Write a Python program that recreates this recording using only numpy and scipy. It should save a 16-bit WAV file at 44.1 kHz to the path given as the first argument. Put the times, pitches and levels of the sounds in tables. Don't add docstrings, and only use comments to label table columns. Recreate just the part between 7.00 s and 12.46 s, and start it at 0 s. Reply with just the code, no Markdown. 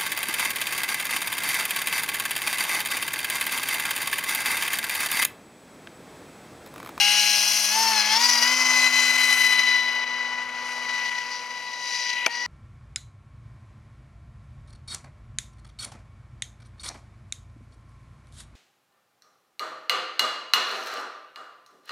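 import sys
import numpy as np
from scipy import signal
from scipy.fft import rfft, irfft, next_fast_len
from scipy.io import wavfile
from scipy.ndimage import uniform_filter1d, map_coordinates

SR = 44100
rng = np.random.default_rng(int(sys.argv[2]) if len(sys.argv) > 2 else 0)


def invert_db(level):
    return 10 ** (np.asarray(level, dtype=float) / 20)


def waveform_to_disk(signal):
    frames = np.transpose(np.atleast_2d(signal))
    scaled = np.clip(frames, -1, 1) * 32767
    samples = np.round(scaled).astype(np.int16)
    wavfile.write(sys.argv[1], SR, samples)


N = 240913
STEP = 16

# time in seconds, shaft turns in Hz.
SHAFT_HZ = [(0, 203.4), (.13, 207.5), (.7, 207.8), (.76, 219.7), (.83, 225.4), (.9, 223.6), (1.01, 209.8),
            (1.09, 214), (1.14, 218.8), (1.22, 240.5), (1.3, 244.6), (1.4, 239), (1.51, 252.7),
            (1.6, 253.7), (2.1, 251.8), (3, 247.9), (4, 246.4), (5.46, 244.8)]
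# time in seconds, carry in dB, bass lost to ground echo in dB,
# treble lost to air and heading in dB.
PATH_DB = [(0, -22.5, 22, 9.5), (.3, -25, 18.5, 4.5), (.6, -30, 14.5, -1.5), (.9, -29.5, 7.5, 1),
           (1.05, -25.5, 14, 9), (1.5, -26.5, 9, 7), (1.7, -27.5, 8, 7), (2.1, -25.5, 11, 7),
           (2.4, -25.5, 13, 11), (2.7, -28.5, 12, 17), (3, -33.5, 9.5, 22.5), (3.4, -39.5, 4.5, 20),
           (3.75, -37.5, 5.5, 16), (4.05, -33.5, 12, 18), (4.5, -40, 10.5, 17), (4.8, -37, 15.5, 18),
           (5.1, -29, 27, 23), (5.46, -38, 12.5, 17)]
PATH_CORNERS_HZ = [1170, 2670, 9900]
# shaft multiple, level in dB.
NEAR_ORDERS_DB = [(1, -25.5), (2, -59.5), (3, -24.5), (4, -9), (5, -37), (6, -28), (7, -26), (8, -7),
                  (9, -41), (10, -18), (11, -25), (12, -10.5), (13, -2.5), (14, -4), (15, -10), (16, -9),
                  (17, -37.5), (18, -15), (19, -10.5), (20, -7.5), (21, -12), (22, -22), (23, -34),
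                  (24, -7), (25, -32), (26, -7), (27, -16), (28, -3), (29, -25), (30, -11.5)]
# shaft multiple, level in dB.
FAR_ORDERS_DB = [(1, -24.5), (2, -34.5), (3, -42), (4, -15), (5, -55), (6, -22), (7, -34), (8, 0), (9, -29),
                 (10, -16.5), (11, -25), (12, -9.5), (13, -44), (14, -26), (15, -29), (16, -9), (17, -44),
                 (18, -34), (19, -18.5), (20, -11), (21, -41), (22, -25.5), (23, -30), (24, -12), (25, -37),
                 (26, -25.5), (27, -47), (28, -21), (29, -28), (30, -23)]
# shaft multiple, near level in dB, far level in dB.
UPPER_ORDERS_DB = [(32, -11, -30), (34, -24, -40), (36, -22, -34), (38, -28, -46), (40, -19, -36),
                   (42, -17, -43), (44, -18, -36), (46, -27, -48), (48, -29, -42), (50, -32, -50),
                   (52, -20, -45), (54, -27, -52), (56, -21, -50), (60, -30, -52)]
# shaft multiple, near level in dB, far
# level in dB.
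MAGNET_BEATS_DB = [(3.5, -60, -24.5), (19.5, -17, -27), (58, -27, -54)]
# time in seconds, share of the far pattern (0-1),
# smear by turbulent air (ratio), extra haze on the high orders (ratio).
TURNING = [(0, 0, .26, 0), (.7, .1, .32, .05), (1.2, .5, .5, .15), (1.6, 1, .5, 0), (2.5, 1, .6, 0),
           (3, 1, .65, .2), (3.5, 1, .7, .6), (4.5, 1, .95, .7), (5.46, 1, 1.2, .7)]
# time in seconds, blade pass in dB, its 2nd harmonic in dB.
BLADE_LOAD_DB = [(0, -32, -35), (.3, -38, -35), (.6, -50, -42.5), (.7, -44, -34.5), (.77, -24.5, -36.5),
                 (.92, -26, -34.5), (1.04, -37, -30.5), (1.16, -26.5, -36.5), (1.3, -33, -30.5),
                 (1.5, -33, -23.5), (2.1, -41, -20.5), (2.4, -39, -20), (2.8, -37, -22.5),
                 (3.06, -39, -28.5), (3.5, -39.5, -35), (4.1, -38.5, -30.5), (4.45, -40, -39.5),
                 (5.2, -39.5, -30.5)]
# time in seconds, shaft multiple, change in
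# dB, half length in seconds.
SINGING_DB = [(0.12, 14, 5, 0.11), (0.198, 20, 2, 0.078), (0.84, 28, 4, 0.056), (0.98, 20, 6.5, 0.14),
              (5.38, 16, -8, 0.14), (1.59, 16, -6, 0.12), (2.14, 16, 1.5, 0.43), (1.49, 12, 5.5, 0.1),
              (2.47, 24, 2.5, 0.33), (0.98, 42, -12, .2), (1.3, 56, -15, .2), (3.85, 20, -6, 0.35),
              (0.86, 24, 8, .09), (1.172, 24, 13, 0.02), (1.16, 16, 12, 0.068), (1.23, 20, 6, 0.087),
              (1.32, 16, -2.5, 0.17), (1.424, 24, 6.5, 0.05), (1.41, 20, 9.5, 0.08), (2, 20, -6.5, 0.4),
              (2.683, 16, 3.5, 0.19), (1.4, 8, -5.5, 0.02), (4.4, 1, -2.5, 0.98), (3.5, 16, -4, 0.3),
              (4.096, 16, -5, 0.078), (4.93, 16, 5.5, 0.33), (5.397, 20, 1, 0.071), (1.35, 22, 15, 0.22),
              (1.4, 18, 6, .15), (0.92, 32, -12, 0.18), (0.89, 44, -17, 0.23), (2.3, 32, 11, 0.39),
              (1.9, 10, 5.5, 0.54), (1.16, 15, 9.5, 0.16), (.25, 11, 13, 0.25), (5.38, 12, -4, 0.087),
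              (5.31, 8, -3.5, 0.036), (2.8, 14, 8, 0.31), (0.53, 16, 8, 0.14), (1, 27, -8, .3),
              (0.58, 19, -10, 0.24), (.78, 18, -11, .1), (1.95, 28, 7.5, 0.43), (3, 12, 2, 0.086),
              (1.8, 12, -12, 0.048), (2.7, 16, 1, 0.078), (4.9, 1, -16, .12), (1.65, 1, 2.5, 0.43),
              (4.6, 4, -8, 0.018),
              (.975, 19.5, 17, .055), (1.02, 19, -8, .1), (1.0, 28, -4, .1), (1.57, 12, -3, .17),
               (.12, 13, -3, .15), (2.0, 16, 2, .3), (1.85, 20, 3, .3), (1.1, 52, 4, .1), (1.25, 32, 5, .1),
               (1.03, 20, -7, .06), (1.0, 24, 4, .025), (1.07, 24, 6, .03), (1.125, 24, 6, .02),
               (1.2, 24, -6, .014), (1.235, 24, 4, .025), (1.31, 24, 5, .035), (1.2, 20, -7, .016),
               (1.28, 20, -6, .01), (1.41, 20, -6, .012), (.8, 52, 4, .1), (.8, 40, 4, .08),
               (1.3, 44, 3, .15), (1.0, 48, 4, .3), (.12, 12, -4, .12), (.02, 14, 3, .04), (4.95, 6, 5, .5),
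               (3.4, 6, 2, .5), (2.1, 52, 4, .7), (2.1, 56, 5, .7), (.55, 38, -6, .3)]
# frequency in Hz, density in dB per Hz.
ROAR_DB = [(100, -42), (200, -69), (375, -24.5), (950, -8), (1120, -5), (1300, -10.5), (1500, -4.5),
           (1760, -13.5), (2090, -0.5), (2300, -6.5), (3070, -10), (4270, -8), (6070, -7), (7000, -15),
           (9000, -20.5), (12000, -27.5), (15800, -28.5)]
# time in seconds, change in dB, half length in seconds.
GUSTS_DB = [(0.006, 1, 0.0091), (0.12, 1.5, 0.0082), (0.164, -1, 0.0068), (0.2, 2, 0.015),
            (0.242, -0.4, 0.028), (0.54, 0, 0.01), (0.651, 2.5, 0.0076), (0.66, -1.1, 0.05),
            (0.707, -2, 0.0074), (0.755, -0.3, 0.035), (0.852, -1.5, 0.016), (0.993, 2.5, 0.016),
            (1.034, -2.5, 0.016), (1.098, -2, 0.01), (1.126, 2, 0.007), (1.138, 2, 0.021),
            (1.17, 3, 0.0098), (1.188, -1.5, 0.012), (1.24, 2.5, 0.031), (1.295, 4.5, 0.0068),
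            (1.32, 0, 0.016), (1.348, -2.5, 0.0064), (1.394, -1, 0.016), (1.434, 4, 0.0082),
            (1.487, 0.5, 0.011), (1.544, -2, 0.044), (1.642, -5, 0.0058), (1.743, 0, 0.0068),
            (1.787, 2.5, 0.023), (1.85, 3.5, 0.019), (1.89, -2.5, 0.007), (1.906, 1.5, 0.007),
            (1.91, -4, 0.024), (1.923, -2, 0.007), (1.945, 2.5, 0.007), (1.984, 1, 0.0083),
            (2.035, -0.5, 0.024), (2.133, -3, 0.033), (2.175, -4.5, 0.0067), (2.196, 1.2, 0.0069),
            (2.244, 2.5, 0.0072), (2.27, -3, 0.013), (2.328, 4.5, 0.0045), (2.362, -5.5, 0.014),
            (2.434, -1, 0.0073), (2.45, 3, 0.0072), (2.483, -2, 0.007), (2.53, 2.2, 0.012),
            (2.569, -3.5, 0.005), (2.596, 4, 0.005), (2.629, -4.5, 0.0047), (2.661, -3, 0.0065),
            (2.677, 1, 0.007), (2.729, 1.5, 0.041), (2.766, 1, 0.0064), (2.828, -2.5, 0.025),
            (2.869, -4, 0.0092), (2.905, -2, 0.0064), (2.94, -2, 0.0068), (3.028, 1.5, 0.007),
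                (3.055, -5.5, 0.01), (3.087, -2, 0.0069), (3.205, 1.5, 0.035), (3.298, 2.5, 0.054),
                (3.301, -3, 0.0064), (3.334, 4.5, 0.0064), (3.374, -4, 0.007), (3.386, 5.5, 0.009),
                (3.426, 2.5, 0.016), (3.457, 0, 0.0068), (3.495, -3, 0.038), (3.493, 6, 0.0071),
                (3.81, -3, 0.007), (3.897, 4.5, 0.0067), (3.965, 2.5, 0.04), (4.063, 3.5, 0.0069),
                (4.094, 6.5, 0.0058), (4.102, -5, 0.0068), (4.186, 7.5, 0.006), (4.228, -1.0, 0.054),
                (4.302, -2.5, 0.0067), (4.325, 2, 0.016), (4.411, 0.5, 0.008), (4.468, -0.5, 0.021),
                (4.511, 3, 0.007), (4.576, 3, 0.006), (4.737, 5.5, 0.0059), (4.754, -3, 0.05),
                (4.816, -2, 0.0056), (4.87, 1.7, 0.007), (4.948, 1.7, 0.035), (5.1, 4, 0.0063),
                (5.136, 5, 0.0077), (5.147, -5, 0.0067), (5.188, 5.5, 0.0071), (5.207, -0.5, 0.05),
                (5.226, 1.5, 0.011), (5.26, 1.5, 0.016), (5.345, 0.5, 0.019), (5.392, -4, 0.007)]
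# time in seconds, share (ratio).
FLUTTER_SHARE = [(0, .55), (1, .6), (1.15, 1.35), (1.6, 1.15), (2.8, 1.1), (3.2, .9), (5.46, .9)]
# time in seconds, half length in seconds, frequency in Hz, change in dB.
EDDIES_DB = [(0.51, 0.35, 860, 6), (1.95, .15, 1040, 1), (4.7, 0.14, 1200, 2), (4, .4, 4020, 1),
             (2.34, 0.22, 5100, -1.5), (0.398, 0.29, 1100, -3), (0.72, 0.47, 5100, 5),
             (1.32, 0.17, 13000, 3.5), (1.625, 0.14, 5700, 5), (2.011, 0.04, 6200, 2.5),
             (2.898, 0.14, 12900, 6.5), (3.703, 0.057, 9500, 6.5), (4.932, .1, 9500, 7),
             (4.7, 0.12, 1560, -5.5), (1.308, 0.082, 5350, 5), (2.43, 0.21, 11300, 9),
             (2.85, 0.053, 4800, 2), (3.5, 0.043, 5525, -5.5), (3.745, 0.12, 5170, 2),
             (4.353, 0.044, 5120, 8), (4.95, 0.19, 5440, 7.5), (5.222, 0.053, 2500, 4),
             (5.226, 0.087, 5200, -7.5), (5.42, 0.098, 5000, 8.5)]
# time in seconds, peak in dB, ring in Hz, t60 in seconds.
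STRIKE_RINGS = [(5.2619, -18, 5500, .004), (5.2627, -1.5, 5900, .003), (5.2628, -8, 4500, .004),
                (5.2627, -14, 3500, .008), (5.2629, -10, 2350, .018), (5.2655, -8, 2450, .009),
                (5.2643, -13, 3350, .012), (5.2650, -25, 650, .04), (5.2660, -10, 6200, .005),
                (5.2651, -9, 1400, .01), (5.2645, -22, 870, .04), (5.2705, -23, 2300, .03),
                (5.2730, -23, 950, .02), (5.2790, -28, 780, .03), (5.2645, -33, 450, .015),
                (5.2760, -39, 480, .07), (5.2670, -45, 250, .07), (5.2815, -27, 2700, .012)]
# time in seconds, hum in Hz, level in dB.
TYRE_HUM = [(0, 101, -112), (2.7, 114.4, -84), (3.15, 120.2, -72), (3.6, 139.3, -75), (4, 150, -63),
            (4.32, 162.4, -67), (4.4, 169.7, -93.5), (5.46, 168.7, -99)]
# frequency in Hz, density in dB per Hz.
FIELD_DB = [(13, -41), (22, -19), (140, -10.5), (240, -6), (318, -7.5), (401, -10.5), (491, -3), (900, 0),
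            (1170, -38), (1980, -120)]
# frequency in Hz, width in Hz, gain in dB.
PEAKS_GAPS_DB = [(3705, 303, -6), (3984, 120, 3), (4360, 76, -4.5), (4570, 420, 1), (5930, 390, 2),
                 (7890, 88, -23), (8840, 150, 3), (10000, 380, -4), (10930, 1680, 6), (8400, 56, -15),
                 (9600, 60, -8), (12250, 80, -9), (15200, 170, -17)]
# frequency in Hz, density in dB per Hz.
HISS_DB = [(3000, -26), (6500, 3), (8000, -3), (11000, -4), (13000, -15), (15800, -10)]
# frequency in Hz, left over right in dB.
LEFT_DB = [(60, 0), (210, .8), (500, 1), (1170, 2), (1790, 6), (2740, 7), (4190, 8.3), (6410, 4),
           (9810, 4.6), (15000, 4.3)]
# frequency in Hz, lead of the left port in radians.
LEAD_RAD = [(60, .1), (500, .3), (1460, .5), (3100, .45), (3700, .9), (4310, .4), (6720, .3), (7400, 1.2),
            (8440, .7), (9560, .4), (10700, .7), (15500, .7)]
# frequency in Hz, left-right correlation (-1 to 1).
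ALIKE = [(60, .96), (200, .99), (1000, .99), (4000, .97), (7000, .93), (10000, .9), (14000, .87)]

FOURTH_NEAR_DB, FOURTH_FAR_DB = -2.5, -12
UPPER_DB, UPPER_FAR_DB = 1, 1
LISTED_GUSTS, SMALL_GUSTS = 0.93, 0.45
EDDY_OCTAVES = 0.44
STUMBLE_S, SAG_HZ, RECOVER_S = 5.266, 15, .06
DIP_DB, DIP_S, BLADE_DIP_S = 7.5, .028, .042


def unit(x):
    return x / np.sqrt(np.mean(np.abs(x) ** 2) + 1e-20)


def along(points, hz):
    point_hz, value = np.transpose(points)
    return np.interp(np.log(hz + 1), np.log(point_hz + 1), value)


def curves(rows, t):
    row_s, *columns = np.transpose(rows)
    return np.array([np.interp(t, row_s, column) for column in columns])


def wobble(rate_hz):
    knots = rng.standard_normal(int(N * 600 / SR) + 4)
    place = np.arange(0, N, STEP) * min(rate_hz, 600) / SR
    return unit(map_coordinates(knots, [place], order=2))


def filtered(x, response):
    size = next_fast_len(N + SR // 4)
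    return irfft(rfft(x, size) * response(np.fft.rfftfreq(size, 1 / SR)), size)[..., :N]


def bump(x, centre, half):
    return np.exp(-((x - centre) / half) ** 2)


def stumble(t, recover_s):
    return (t > STUMBLE_S) * bump(t, STUMBLE_S, recover_s)


def field():
    murmur = lambda hz: invert_db(along(FIELD_DB, hz)) / (1 + (30 / (hz + 1)) ** 4)
    return invert_db(-53.0) * unit(filtered(rng.standard_normal((2, N)), murmur))


def wheels(t):
    clock_s = np.arange(N) / SR
    hz, db = curves(TYRE_HUM, clock_s)
    uneven_db = np.interp(clock_s, t, 2.4 * wobble(14))
    return invert_db(db + 1.5 + uneven_db) * np.sin(2 * np.pi * np.cumsum(hz) / SR)


def strike():
    out, t = np.zeros(N + SR), np.arange(SR // 10) / SR
    for start_s, peak_db, hz, t60_s in STRIKE_RINGS:
        ring = np.sin(2 * np.pi * hz * t) + 0.43 * np.diff(rng.standard_normal(len(t) + 1))
        onset = 1 - np.exp(-t / .0001)
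        out[round(start_s * SR):][:len(t)] += invert_db(peak_db - 60 * t / t60_s) * ring * onset
    return filtered(out[:N], lambda hz: 1 / (1 + (170 / (hz + 1)) ** 6) / (1 + (hz / 6900) ** 4))


def path_db(t, hz):
    carry_db, bass_db, treble_db = curves(PATH_DB, t)
    low_hz, middle_hz, top_hz = PATH_CORNERS_HZ
    lows = np.clip(np.log(middle_hz / (hz + 1)) / np.log(middle_hz / low_hz), 0, 1)
    highs = np.clip((hz - middle_hz) / (top_hz - middle_hz), 0, 1)
    air_db = -1.5 * t * np.clip(hz / top_hz - 1, 0, 1)
    octave = np.log2(hz + 1)
    focus_db = sum(db * bump(t, at_s, half_s) * bump(octave, np.log2(at_hz), EDDY_OCTAVES)
                   for at_s, half_s, at_hz, db in EDDIES_DB)
    dip_db = DIP_DB * stumble(t, DIP_S) * (1 - .8 * lows + 1.3 * highs)
    return carry_db - bass_db * lows - treble_db * highs + air_db + focus_db - dip_db


def gusts(t):
    db = 1.7 * wobble(70) + 1.4 * wobble(110)
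    db = curves(FLUTTER_SHARE, t)[0] * (db - uniform_filter1d(db, size=140))
    db = db - .1 * db ** 2 + .4
    listed_db = sum(change_db * bump(t, at_s, half_s)
                    for at_s, change_db, half_s in GUSTS_DB)
    return SMALL_GUSTS * db + LISTED_GUSTS * listed_db


def shaft_speed(t):
    throttle_hz = uniform_filter1d(curves(SHAFT_HZ, t)[0], size=90)
    sag_hz = SAG_HZ * (t > STUMBLE_S) * np.exp(-np.abs(t - STUMBLE_S) / RECOVER_S)
    return (throttle_hz - uniform_filter1d(sag_hz, size=30)) * (1 + 0.00064 * wobble(30.03))


def roar(turn, flutter_db):
    pulsing = 1 + .25 * np.cos(turn) + .5 * np.cos(2 * turn) + .45 * np.cos(4 * turn)
    hz, t, z = signal.stft(unit(pulsing * rng.standard_normal((2, N))), SR, nperseg=512)
    patches = rng.standard_normal(z.shape[1:])
    patches = unit(uniform_filter1d(uniform_filter1d(patches, 8, 0), 6, 1))
    hz = hz[:, None]
    flutter = np.interp(t, np.arange(N) / SR, flutter_db) * np.clip(hz / 5000, 0, .7)
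    colour_db = along(ROAR_DB, hz) + path_db(t, hz) - path_db(2.003, hz)
    gain = invert_db(colour_db - 12.0 + 0.76 * patches + flutter)
    return signal.istft(z * gain, SR, nperseg=512)[1][:, :N]


def blade_tones(t, far):
    strong = dict(zip((4, 8), curves(BLADE_LOAD_DB, t) - DIP_DB * stumble(t, BLADE_DIP_S)))
    strong[16] = strong[8] + (1 - far) * FOURTH_NEAR_DB + far * FOURTH_FAR_DB
    strong[2] = strong[4] - 28 + 8 * far
    strong[12] = (strong[8] + strong[16]) / 2 + 4 - 9 * far
    return strong


def tones(t, shaft_hz, turn, flutter_db):
    far, smear, haze = curves(TURNING, t)
    strong = blade_tones(t, far)
    orders = [(k, near, away) for (k, near), (_, away) in zip(NEAR_ORDERS_DB, FAR_ORDERS_DB)]
    total, clock_s = np.zeros(N), np.arange(N) / SR
    for k, near_db, far_db in orders + UPPER_ORDERS_DB + MAGNET_BEATS_DB:
        near_db = near_db - 27 - path_db(.35, k * 207.5)
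        far_db = far_db - 22 - path_db(2., k * 252.)
        level_db = (1 - far) * near_db + far * far_db + path_db(t, k * shaft_hz)
        level_db = strong.get(k, level_db) + flutter_db * min(k / 7, 1.15)
        level_db = level_db + (UPPER_DB + far * UPPER_FAR_DB) * (k > 31)
        level_db += sum(db * bump(t, at_s, half_s)
                        for at_s, which, db, half_s in SINGING_DB if abs(which - k) < .25)
        slow = min(.03 + .012 * k, .5)
        fast = smear * min(.02 + .018 * k + .0006 * k * k, .9)
        fast = fast + haze * np.clip((k - 12) / (16 - 10 * far), 0, 1)
        eddy = 1 + slow * (wobble(60) + 1j * wobble(60)) + fast * (wobble(300) + 1j * wobble(300))
        eddy = invert_db(level_db) * eddy / np.sqrt(.5 + slow ** 2 + fast ** 2)
        spin = np.exp(1j * (k * turn + rng.uniform(0, 2 * np.pi)))
        total += (np.interp(clock_s, t, eddy) * spin).real
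    return total


def ports(alike, unlike):
    angle_rad = lambda hz: np.arccos(np.clip(along(ALIKE, hz), -1, 1)) / 2
    mid = filtered(alike, lambda hz: np.cos(angle_rad(hz)))
    side = filtered(unlike, lambda hz: np.sin(angle_rad(hz)))
    return np.array([mid + side, mid - side])


def scene():
    t = np.arange(0, N, STEP) / SR
    shaft_hz = shaft_speed(t)
    turn = 2 * np.pi * np.cumsum(shaft_hz.repeat(STEP)[:N]) / SR
    flutter_db = gusts(t)
    murmur = field()
    duct = roar(turn, flutter_db.repeat(STEP)[:N])
    fan = tones(t, shaft_hz, turn, flutter_db)
    return ports(fan + duct[0] + wheels(t) + strike() + murmur[0], duct[1] + murmur[1])


def top_cut(x):
    return signal.sosfilt(signal.butter(12, 15910, fs=SR, output="sos"), x)


def record(dry):
    peaks_gaps_db = lambda hz: sum(db * bump(hz, at_hz, width_hz) for at_hz, width_hz, db in PEAKS_GAPS_DB)
    side = np.array([[.5], [-.5]])
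    port_gain = lambda hz: invert_db(peaks_gaps_db(hz) + along(LEFT_DB, hz) * (side - 0.1655))
    port_phase = lambda hz: np.exp(1j * side * along(LEAD_RAD, hz))
    heard = filtered(dry, lambda hz: port_gain(hz) * port_phase(hz) * (hz < 15910))
    hiss = filtered(rng.standard_normal((2, N)), lambda hz: invert_db(along(HISS_DB, hz)) * (hz < 15800))
    heard += invert_db(-62.5) * unit(hiss)
    mix = heard / (1 + np.abs(heard / 1.9) ** 6) ** (1 / 6)
    return top_cut(mix)


dry = scene()
out = record(dry)
waveform_to_disk(out)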